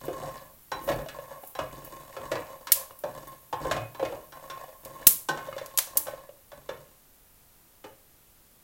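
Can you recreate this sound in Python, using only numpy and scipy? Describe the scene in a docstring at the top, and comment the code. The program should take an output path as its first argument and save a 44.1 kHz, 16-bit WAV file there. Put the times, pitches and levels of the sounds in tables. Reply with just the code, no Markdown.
"""In a small kitchen, close to a hot frying pan, a wooden spatula stirs nuts and seeds.
The spatula knocks as blows on the ringing modes of the pan; grains of contact make its scraping and the
tumbling nuts, while short hollow notes make single nuts land and click together. Dense tiny grains sizzle
faintly, noise bursts make crackles, sharp, bright seed snaps and two faint ticks; a low tone hums once.
A low rumble and thin hiss lie beneath; at the end the spatula is laid down in the pan."""
import sys
import numpy as np
from scipy import signal
from scipy.io import wavfile

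SR = 44100
rng = np.random.default_rng(int(sys.argv[2]) if len(sys.argv) > 2 else 0)


def dump_mix(stems):
    """Bounce the given channels to the path in sys.argv[1] as a 16-bit WAV at rate SR."""
    frames = np.atleast_2d(stems).T  # one column per channel
    limited = np.clip(frames, -1, 1)  # hard clip at full scale
    pcm = np.round(limited * 32767).astype(np.int16)
    wavfile.write(sys.argv[1], SR, pcm)


N = 380583  # length of the scene in samples
AGE = np.arange(SR // 2) / SR  # time since a blow (s)
CUT_HZ = 16000  # upper limit of the recorded band

# Steady kitchen background. Each row: frequency in Hz, relative density in dB per Hz.
BACKGROUND_COLOUR = [(25, 11.5), (110, 4), (300, -0.5), (1000, -5), (2200, -9.5), (5000, -11), (9500, -8.5),
                     (12000, -4.5), (16000, -5.5)]
BACKGROUND_DB = -57.5
# Reverberation of the kitchen. Each row: frequency in Hz, decay time t60 in seconds.
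KITCHEN_DECAY = [(100, .42), (500, .37), (2000, .36), (6000, .33), (12000, .31), (16000, .28)]

# Modes of the pan. Each row: frequency in Hz, decay time t60 in seconds, relative dB when struck on the
# floor, relative dB when struck on the wall.
PAN_MODES = [(116.8, 0.21, -14, -21), (146, 0.21, -16, -3), (305, 0.023, -6, -11.5), (526, 0.07, -1, 2),
             (553, 0.049, 2, -10), (620.7, 0.18, -4.5, -26), (722, .13, -10, -16.5), (835, 0.053, -10, 5),
             (932, .04, -18.5, -2), (1060, 0.19, -7.5, 1), (1114, .04, -9.5, -14), (1527, 0.15, -24, -3.5),
             (1528, .045, -21.5, -26.5), (1692, 0.09, -10, -12), (1858, 0.058, -13.5, -10),
             (2176, 0.13, -12.5, -55), (2280, .15, -23, -13), (2530, 0.22, -13, -24),
             (2550, 0.064, -23.5, -46), (2902, .05, -8.5, -43), (3244, 0.12, -34, -13),
             (3520, .04, -10.5, -16), (3960, 0.18, -18.5, -15), (4550, 0.15, -19.5, -33),
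             (5585, 0.097, -22, -13.5)]
# Dead clatter of wood and nuts. Each row: frequency in Hz, relative density in dB per Hz.
CLATTER_COLOUR = [(40, -14), (130, -3), (210, -13.5), (330, 2), (600, 3.5), (1100, -3), (2000, -10),
                  (4000, -16.5), (7000, -20), (10000, -28), (16000, -25.5)]

# Strokes of the spatula through the heap. Each row: start in seconds, length in seconds,
# tumbling of the nuts in relative dB, initial pressure on the pan in relative dB.
STROKES = [(-.06, 0.42, -42.5, -42.5), (0.74, 0.2, -44.5, -44.5), (0.85, 0.045, -38.5, -34.5),
           (1.09, 0.22, -45.5, -54), (1.56, 0.65, -48.5, -46.5), (2.16, 0.37, -44, -48.5),
           (2.65, 0.14, -45.5, -62), (3.04, 0.28, -48.5, -50), (3.59, 0.14, -36, -37),
           (4.0, 0.13, -44, -44.5), (4.3, 0.38, -48, -57.5), (4.814, .25, -47, -51),
           (5.3, 0.51, -46, -50.5), (5.89, 0.26, -46, -52.5), (6.53, 0.32, -60.5, -57)]
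# The blade digs in quickly; its pressure sags as the heap gives way; then the nuts come to rest.
DIG_S, SAG_DB_PER_S, REST_DB_PER_S = 0.045, 20, 113.5
# Relative scraping level at the usual effort of a stroke, and its growth in dB for each dB more.
SCRAPE_DB, USUAL_EFFORT_DB, SCRAPE_GROWTH = -58, -47, .7
# Colour of the blade's push on the pan. Each row: frequency in Hz, relative gain in dB.
PUSH_COLOUR = [(25, -7.5), (45, 10), (80, -8), (140, -4), (260, -0.5), (400, -9), (900, -40)]
# Colour of the tumbling nuts. Each row: frequency in Hz, relative gain in dB.
TUMBLE_COLOUR = [(120, -34), (280, -4.5), (450, -2), (1100, 2), (1800, -2), (3000, -22.5), (7000, -36)]
# Colour of wood and seeds scraping. Each row: frequency in Hz, relative gain in dB.
SCRAPE_COLOUR = [(500, -37.5), (1400, -17), (2500, -7.5), (5000, 4.5), (8000, 11), (11000, 8), (16000, 6)]
# Range of the notes with which hard nuts click together: lowest in Hz, highest in Hz.
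NUT_RANGE_HZ = (1250, 4500)

# Sizzle, scraping hiss and crackles. Each row: frequency in Hz, relative density in dB per Hz.
FIZZ_COLOUR = [(1500, -25), (4000, -22), (7000, -11.5), (9800, -5.5), (11500, 0.5), (14000, 1.5),
               (16000, 1.5)]
# Small crackles of hot skins. Each row: start in seconds, level in dB.
CRACKLES = [(0.053, -44), (1.474, -41), (1.847, -40), (2.989, -43), (3.277, -46)]
# The steady sizzle, and the time from which it dies down.
SIZZLE_DB, FADE_FROM_S, FADE_DB_PER_S = -55.5, 5.33, 6
# Brief bright hiss of the spatula scraping over the pan. Each row: start in seconds, length in seconds,
# level in dB.
HISS_FLARES = [(0.81, .085, -43), (1.393, 0.1, -48.5)]
FLARE_RISE_S, FLARE_FADE_DB_PER_S = 0.038, 110

# Spatula knocks. Each row: start in seconds, level in dB before the band offsets, hardness as lift of the
# treble in dB, place from 0 on the nuts and pan floor to 1 on the bare wall, main note in Hz.
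KNOCKS = [(0.081, -29.5, -16, 0, 335), (0.224, -36.5, -28, 0.76, 650), (0.7165, -32, 3.5, 0.83, 880),
          (0.876, -27, -13, 0, 550), (0.888, -24, -5, 0.099, 592), (0.917, -34, 1, 0, 560),
          (0.988, -36.5, -7, 0.3, 600), (1.086, -55.5, 22, 0.1, 670), (1.551, -42, 4.5, 0.78, 770),
          (1.589, -29, -2, 0, 1130), (2.165, -36, -3.5, 0, 527), (2.316, -28, 0, 0.41, 600),
          (2.354, -33, -1, 0.43, 574), (2.67, -52.5, 22.5, 0, 990), (3.037, -29, -10.5, 0.38, 612),
          (3.527, -29, -5, 0.75, 940), (3.649, -31, -11, 1, 460), (3.7118, -28.5, 6, 0.17, 640),
          (3.765, -33, -0.5, 0, 710), (3.947, -46, 3.5, 0.42, 1080), (3.995, -29.5, -11, 0.76, 567),
          (4.027, -26, -14.5, 0, 508), (4.051, -43, 9, 0.15, 560), (4.124, -35.5, -14, 0, 630),
          (4.322, -49.5, 6.5, 0.78, 860), (4.499, -44, 11.5, 0.38, 1070), (5.287, -27, 6.5, 0.99, 1520),
          (5.374, -42, 5.5, 0, 766), (5.5803, -46.5, 12.5, .2, 600), (6.068, -41, 4.5, 0.76, 617),
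          (6.517, -49, 3.5, 0.51, 594), (6.69, -33.5, -2.5, 0.37, 565), (7.8412, -42.5, -1, 0.0053, 447)]
# Thump, body, clack and tick of a knock. Each row: low edge in Hz, high edge in Hz, offset in dB,
# share of the hardness from 0 to 1, level of the room in dB.
KNOCK_BANDS = [(60, 194, -20.5, 0.42, 6), (190, 1240, -5.5, 0, -3), (1350, 3000, -12, 0.85, -3.5),
               (2930, 14000, -18.5, 1, -11.5)]
NOTE_SHARPNESS, NOTE_DB = 6.6, 8  # Q of the favoured note, gain of the peak added there

# Single nuts landing. Each row: start in seconds, level in dB, note in Hz.
NUT_DROPS = [(1.061, -39.5, 615), (1.187, -39, 544), (1.435, -46, 783), (2.908, -48, 1080),
             (4.574, -47, 1070), (4.64, -47, 750), (5.027, -49, 1800), (5.485, -37, 573),
             (5.527, -41.5, 1200), (5.565, -38, 546), (5.614, -38, 550), (6.082, -37, 587),
             (6.135, -39.5, 560), (6.291, -45.5, 570), (6.529, -45.5, 573)]

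# Sharp snaps of seeds, and two faint broad ticks. Each row: start in seconds, snap level in dB,
# level in dB of the broad noise burst with it, lowest frequency of that burst in Hz.
SNAPS_AND_TICKS = [(2.7198, -9.5, -20.5, 2000), (4.85, -41, -48, 900), (5.0690, -2, -19, 45),
                   (5.661, -43, -46, 1500), (5.7754, -18.5, -29, 700), (5.7868, -17.5, -21.5, 700),
                   (5.9718, -14, -34, 500)]
# Bright snap. Each row: frequency in Hz, relative density in dB per Hz.
SNAP_COLOUR = [(200, -52), (1000, -39.5), (2500, -20.5), (5000, -12.5), (7000, -5), (9500, -1.5),
               (11500, 3), (14500, -0.5), (16000, 1.5)]
# Broad burst with the snap. Each row: frequency in Hz, relative density in dB per Hz.
BROAD_COLOUR = [(60, 4), (300, 4), (850, -2), (1300, -3.5), (2200, -2), (6000, 2), (10000, -2),
                (16000, -25)]

# A low hum of the pan: start in seconds, length in seconds, level in dB, note in Hz.
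PAN_BOOM = (3.78, .06, -40, 115)


def gain_of(db):
    """Decibels to amplitude."""
    return 10 ** (np.asarray(db) / 20)


def evened(x, span=None):
    """Scales to rms 1, over the whole sound or over its first span seconds."""
    head = x if span is None else x[:round(span * SR)]
    return x / np.sqrt(np.mean(head ** 2) + 1e-20)


def unit(x):
    """Scales to energy 1."""
    return x / np.linalg.norm(x)


def read(points, hz):
    """Reads a table on a log-frequency axis."""
    table_hz, value = np.transpose(points)
    return np.interp(np.log(hz + 1), np.log(table_hz + 1), value)


def through(x, response):
    """Convolves and keeps the length."""
    return signal.oaconvolve(x, response)[:len(x)]


def colour(x, points, size=4096):
    """Minimum-phase filter with the given spectrum, so that attacks stay sharp."""
    hz = abs(np.fft.fftfreq(size, 1 / SR))
    log_gain = np.log(gain_of(read(points, hz)))
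    spectrum = np.exp(np.conj(signal.hilbert(log_gain)))
    response = np.fft.ifft(spectrum).real[:size // 2]
    return through(x, response)


def band(x, lo, hi):
    """Causal band-pass."""
    return signal.sosfilt(signal.butter(3, [lo, hi], "band", fs=SR, output="sos"), x)


def add(mix, s, sound):
    """Mixes a sound in at time s."""
    part = mix[round(s * SR):][:len(sound)]
    part += sound[:len(part)]


def dying(t60):
    """Exponential decay by 60 dB in t60 seconds."""
    return np.exp(-np.log(1000) * AGE / t60)


def burst(t60):
    """A dense cluster of dying reflections, energy 1."""
    return unit(rng.standard_normal(len(AGE)) * dying(t60))


def grains(per_s, spread_db):
    """Random tiny contacts: most are weak, a few stand out."""
    sizes = gain_of(spread_db * np.minimum(rng.exponential(1, N), 4))
    signs = rng.choice([-1, 1], N)
    happens = rng.random(N) < per_s / SR
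    return evened(sizes * signs * happens)


def swell(start, length, rise_s, fade_db_per_s):
    """Attack, hold and release, as a gain for every sample."""
    t = np.arange(N) / SR - start
    return np.clip(t / rise_s, 0, 1) * gain_of(-fade_db_per_s * np.maximum(t - length, 0))


def tail():
    """The room's answer to a click, energy 1: it builds up, then dies at a rate set by frequency."""
    hz, t, z = signal.stft(rng.standard_normal(len(AGE)), SR, nperseg=256)
    decay = np.exp(-np.log(1000) * t / read(KITCHEN_DECAY, hz)[:, None])
    echoes = signal.istft(z * decay, SR, nperseg=256)[1]
    return unit(echoes[:len(AGE)] * (1 - np.exp(-AGE / .005)))


def kitchen(wet_db):
    """Direct sound followed by the room."""
    return signal.unit_impulse(len(AGE)) + gain_of(wet_db) * tail()


def pan(wall, clatter_db, clatter_t60):
    """One blow: the pan's modes, weighted by where it is hit, and the dead clatter of what hits it."""
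    hz, t60, floor_db, wall_db = np.transpose(PAN_MODES)[:, :, None]
    chance = rng.standard_normal((3, len(PAN_MODES), 1))
    mode_db = floor_db + wall * (wall_db - floor_db) + 3.7 * chance[0]
    heights = gain_of(mode_db) * np.sign(chance[1]) / np.sqrt(t60)
    # the shifting weight of the nuts detunes the floor
    loaded_hz = hz * (1 + .009 * (1 - wall) * chance[2])
    # the ring takes a few ms to spread through the pan
    spreading = 1 - np.exp(-AGE / .0025)
    ring = spreading * (heights * dying(t60) * np.sin(2 * np.pi * loaded_hz * AGE)).sum(0)
    clatter = unit(colour(burst(clatter_t60), CLATTER_COLOUR))
    return unit(ring) + gain_of(clatter_db) * clatter


def clack(hz, turns, detune=0.051):
    """A nut's short hollow note: two close tones that die within a number of cycles."""
    tones = np.zeros(len(AGE))
    for height in (1, .5):
        tone_hz = hz * (1 + detune * rng.uniform(-1, 1))
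        tones += height * np.sin(2 * np.pi * tone_hz * AGE)
    return unit(tones * dying(turns / hz) * (1 - np.exp(-AGE * hz)))


def background():
    """Low room rumble and a thin steady hiss, as coloured noise."""
    return gain_of(BACKGROUND_DB) * evened(colour(rng.standard_normal(N), BACKGROUND_COLOUR))


def strokes():
    """How strongly the blade pushes on the pan, tumbles the nuts and scrapes, through all its strokes."""
    push, tumble, scrape = np.zeros((3, N))
    for start, length, tumble_db, pressure_db in STROKES:
        motion = swell(start, length, DIG_S, REST_DB_PER_S)
        sag_db = SAG_DB_PER_S * np.clip(np.arange(N) / SR - start, 0, length)
        push = np.maximum(push, motion * gain_of(pressure_db - sag_db))
        tumble = np.maximum(tumble, motion * gain_of(tumble_db))
        effort_db = (tumble_db + pressure_db) / 2
        scrape_db = SCRAPE_DB + SCRAPE_GROWTH * (effort_db - USUAL_EFFORT_DB)
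        scrape = np.maximum(scrape, motion * gain_of(scrape_db))
    return push, tumble, scrape


def stirring(push, tumble, scrape, count=3):
    """The blade shoves the heap: nuts tumble on several spots of the pan, wood and seeds scrape over it."""
    # a hard shove sets many nuts moving at once; in a gentle one they fall singly
    contacts_per_s = 35 + 260 * tumble / tumble.max()
    out = np.zeros(N)
    for spot in range(count):
        contacts = evened(grains(contacts_per_s / count, spread_db=2.5) / np.sqrt(contacts_per_s))
        rubbing = contacts + gain_of(-6.5) * grains(per_s=1300, spread_db=5.5)
        body = through(pan(0, clatter_db=-4, clatter_t60=0.019), kitchen(wet_db=-6.0))
        out += gain_of(1) * through(contacts * push, unit(colour(body, PUSH_COLOUR)))
        out += gain_of(0.47) * through(contacts * tumble, unit(colour(body, TUMBLE_COLOUR)))
        out += gain_of(-1.0) * through(rubbing * scrape, unit(colour(body, SCRAPE_COLOUR)))
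    return out / np.sqrt(count)


def jostling(scrape, count=12):
    """Nuts of many sizes click against each other wherever the blade scrapes through them."""
    out = np.zeros(N)
    for hz in np.geomspace(*NUT_RANGE_HZ, count):
        click = clack(hz, turns=9)[:SR // 25]
        out += through(grains(per_s=9, spread_db=2.5) * scrape, click)
    return gain_of(-6.5) * through(out, kitchen(wet_db=-5.0)) / np.sqrt(count)


def hiss_strength():
    """Strength of the high hiss: steady sizzle, later slowly dying down, and brief flares of scraping hiss."""
    fading_s = np.maximum(np.arange(N) / SR - FADE_FROM_S, 0)
    steady = gain_of(SIZZLE_DB - FADE_DB_PER_S * fading_s)
    flares = np.zeros(N)
    for start, length, db in HISS_FLARES:
        flares += gain_of(db) * swell(start, length, FLARE_RISE_S, FLARE_FADE_DB_PER_S)
    return np.hypot(steady, flares)


def sizzle():
    """Countless tiny grains make the sizzle and the flares of scraping hiss; distinct crackles lie on top."""
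    fine_grains = through(grains(per_s=4500, spread_db=3.5), kitchen(wet_db=-9.0))
    out = evened(colour(fine_grains, FIZZ_COLOUR)) * hiss_strength()
    for s, db in CRACKLES:
        crackle = colour(burst(0.041) + gain_of(-2.5) * tail(), FIZZ_COLOUR)
        add(out, s, gain_of(db) * evened(crackle, span=0.012))
    return out


def knocks():
    """The spatula meets the pan: blows toward the bare wall bring in its modes and less dead clatter."""
    out = np.zeros(N)
    for s, db, hardness_db, wall, note_hz in KNOCKS:
        blow = pan(wall, clatter_db=3 - 6 * wall, clatter_t60=.095)
        # the spot that is struck favours one region of the pan's modes
        note_filter = signal.iirpeak(note_hz, NOTE_SHARPNESS, fs=SR)
        blow = blow + gain_of(NOTE_DB) * signal.lfilter(*note_filter, blow)
        echoes = through(blow, tail())
        for lo, hi, band_db, share, room_db in KNOCK_BANDS:
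            part = band(blow + gain_of(room_db) * echoes, lo, hi)
            part_db = db + band_db + share * hardness_db
            add(out, s, gain_of(part_db) * evened(part, span=.1))
    return out


def drops():
    """Single nuts land: low notes are the clear drum of the pan floor, high ones nut on nut with more clatter."""
    out = np.zeros(N)
    for s, db, hz in NUT_DROPS:
        # the blow on the pan grows with the note, up to 0 dB
        spill_db = min(-12 + 13 * np.log2(hz / 550), 0)
        spill = gain_of(spill_db) * pan(0, clatter_db=-5, clatter_t60=.04)
        landing = through(clack(hz, turns=27, detune=.03) + spill, kitchen(wet_db=-9))
        add(out, s, gain_of(db) * evened(landing, span=.025))
    return out


def snaps_and_ticks():
    """Seed snaps and faint ticks: a sharp front, quickly dying reflections inside the pan, then the room."""
    out = np.zeros(N)
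    for s, snap_db, broad_db, lowest_hz in SNAPS_AND_TICKS:
        # part of the snap is thrown back by the pan wall
        bounce = np.roll(burst(.02), round(.0026 * SR))
        bright_front = .55 * burst(.003) + burst(.05) + .55 * bounce
        snap = colour(bright_front + gain_of(-8) * tail(), SNAP_COLOUR)
        broad_front = .7 * burst(0.0024) + burst(0.036)
        broad = band(colour(broad_front + gain_of(-8) * tail(), BROAD_COLOUR), lowest_hz, CUT_HZ)
        add(out, s, gain_of(snap_db) * evened(snap, span=.01))
        add(out, s, gain_of(broad_db) * evened(broad, span=.01))
    return out


def boom():
    """The whole pan hums briefly at a low note: a sine that swells and dies fast."""
    start, length, db, hz = PAN_BOOM
    note = evened(np.sin(2 * np.pi * hz * np.arange(N) / SR))
    return gain_of(db) * swell(start, length, rise_s=0.033, fade_db_per_s=220) * note


def scene():
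    """Everything at the microphone close to the pan."""
    push, tumble, scrape = strokes()
    stirred = stirring(push, tumble, scrape) + jostling(scrape)
    struck = knocks() + drops() + boom()
    bright = sizzle() + snaps_and_ticks()
    return (background() + stirred + struck + bright)[None]


def record(dry):
    """The loudest snaps overload the input; then the band limit."""
    clipped = np.clip(dry, -1, 1)
    low_pass = signal.firwin(511, CUT_HZ, window=("kaiser", 8), fs=SR)
    return signal.oaconvolve(clipped, low_pass[None], "same")


dry = scene()
out = record(dry)
dump_mix(out)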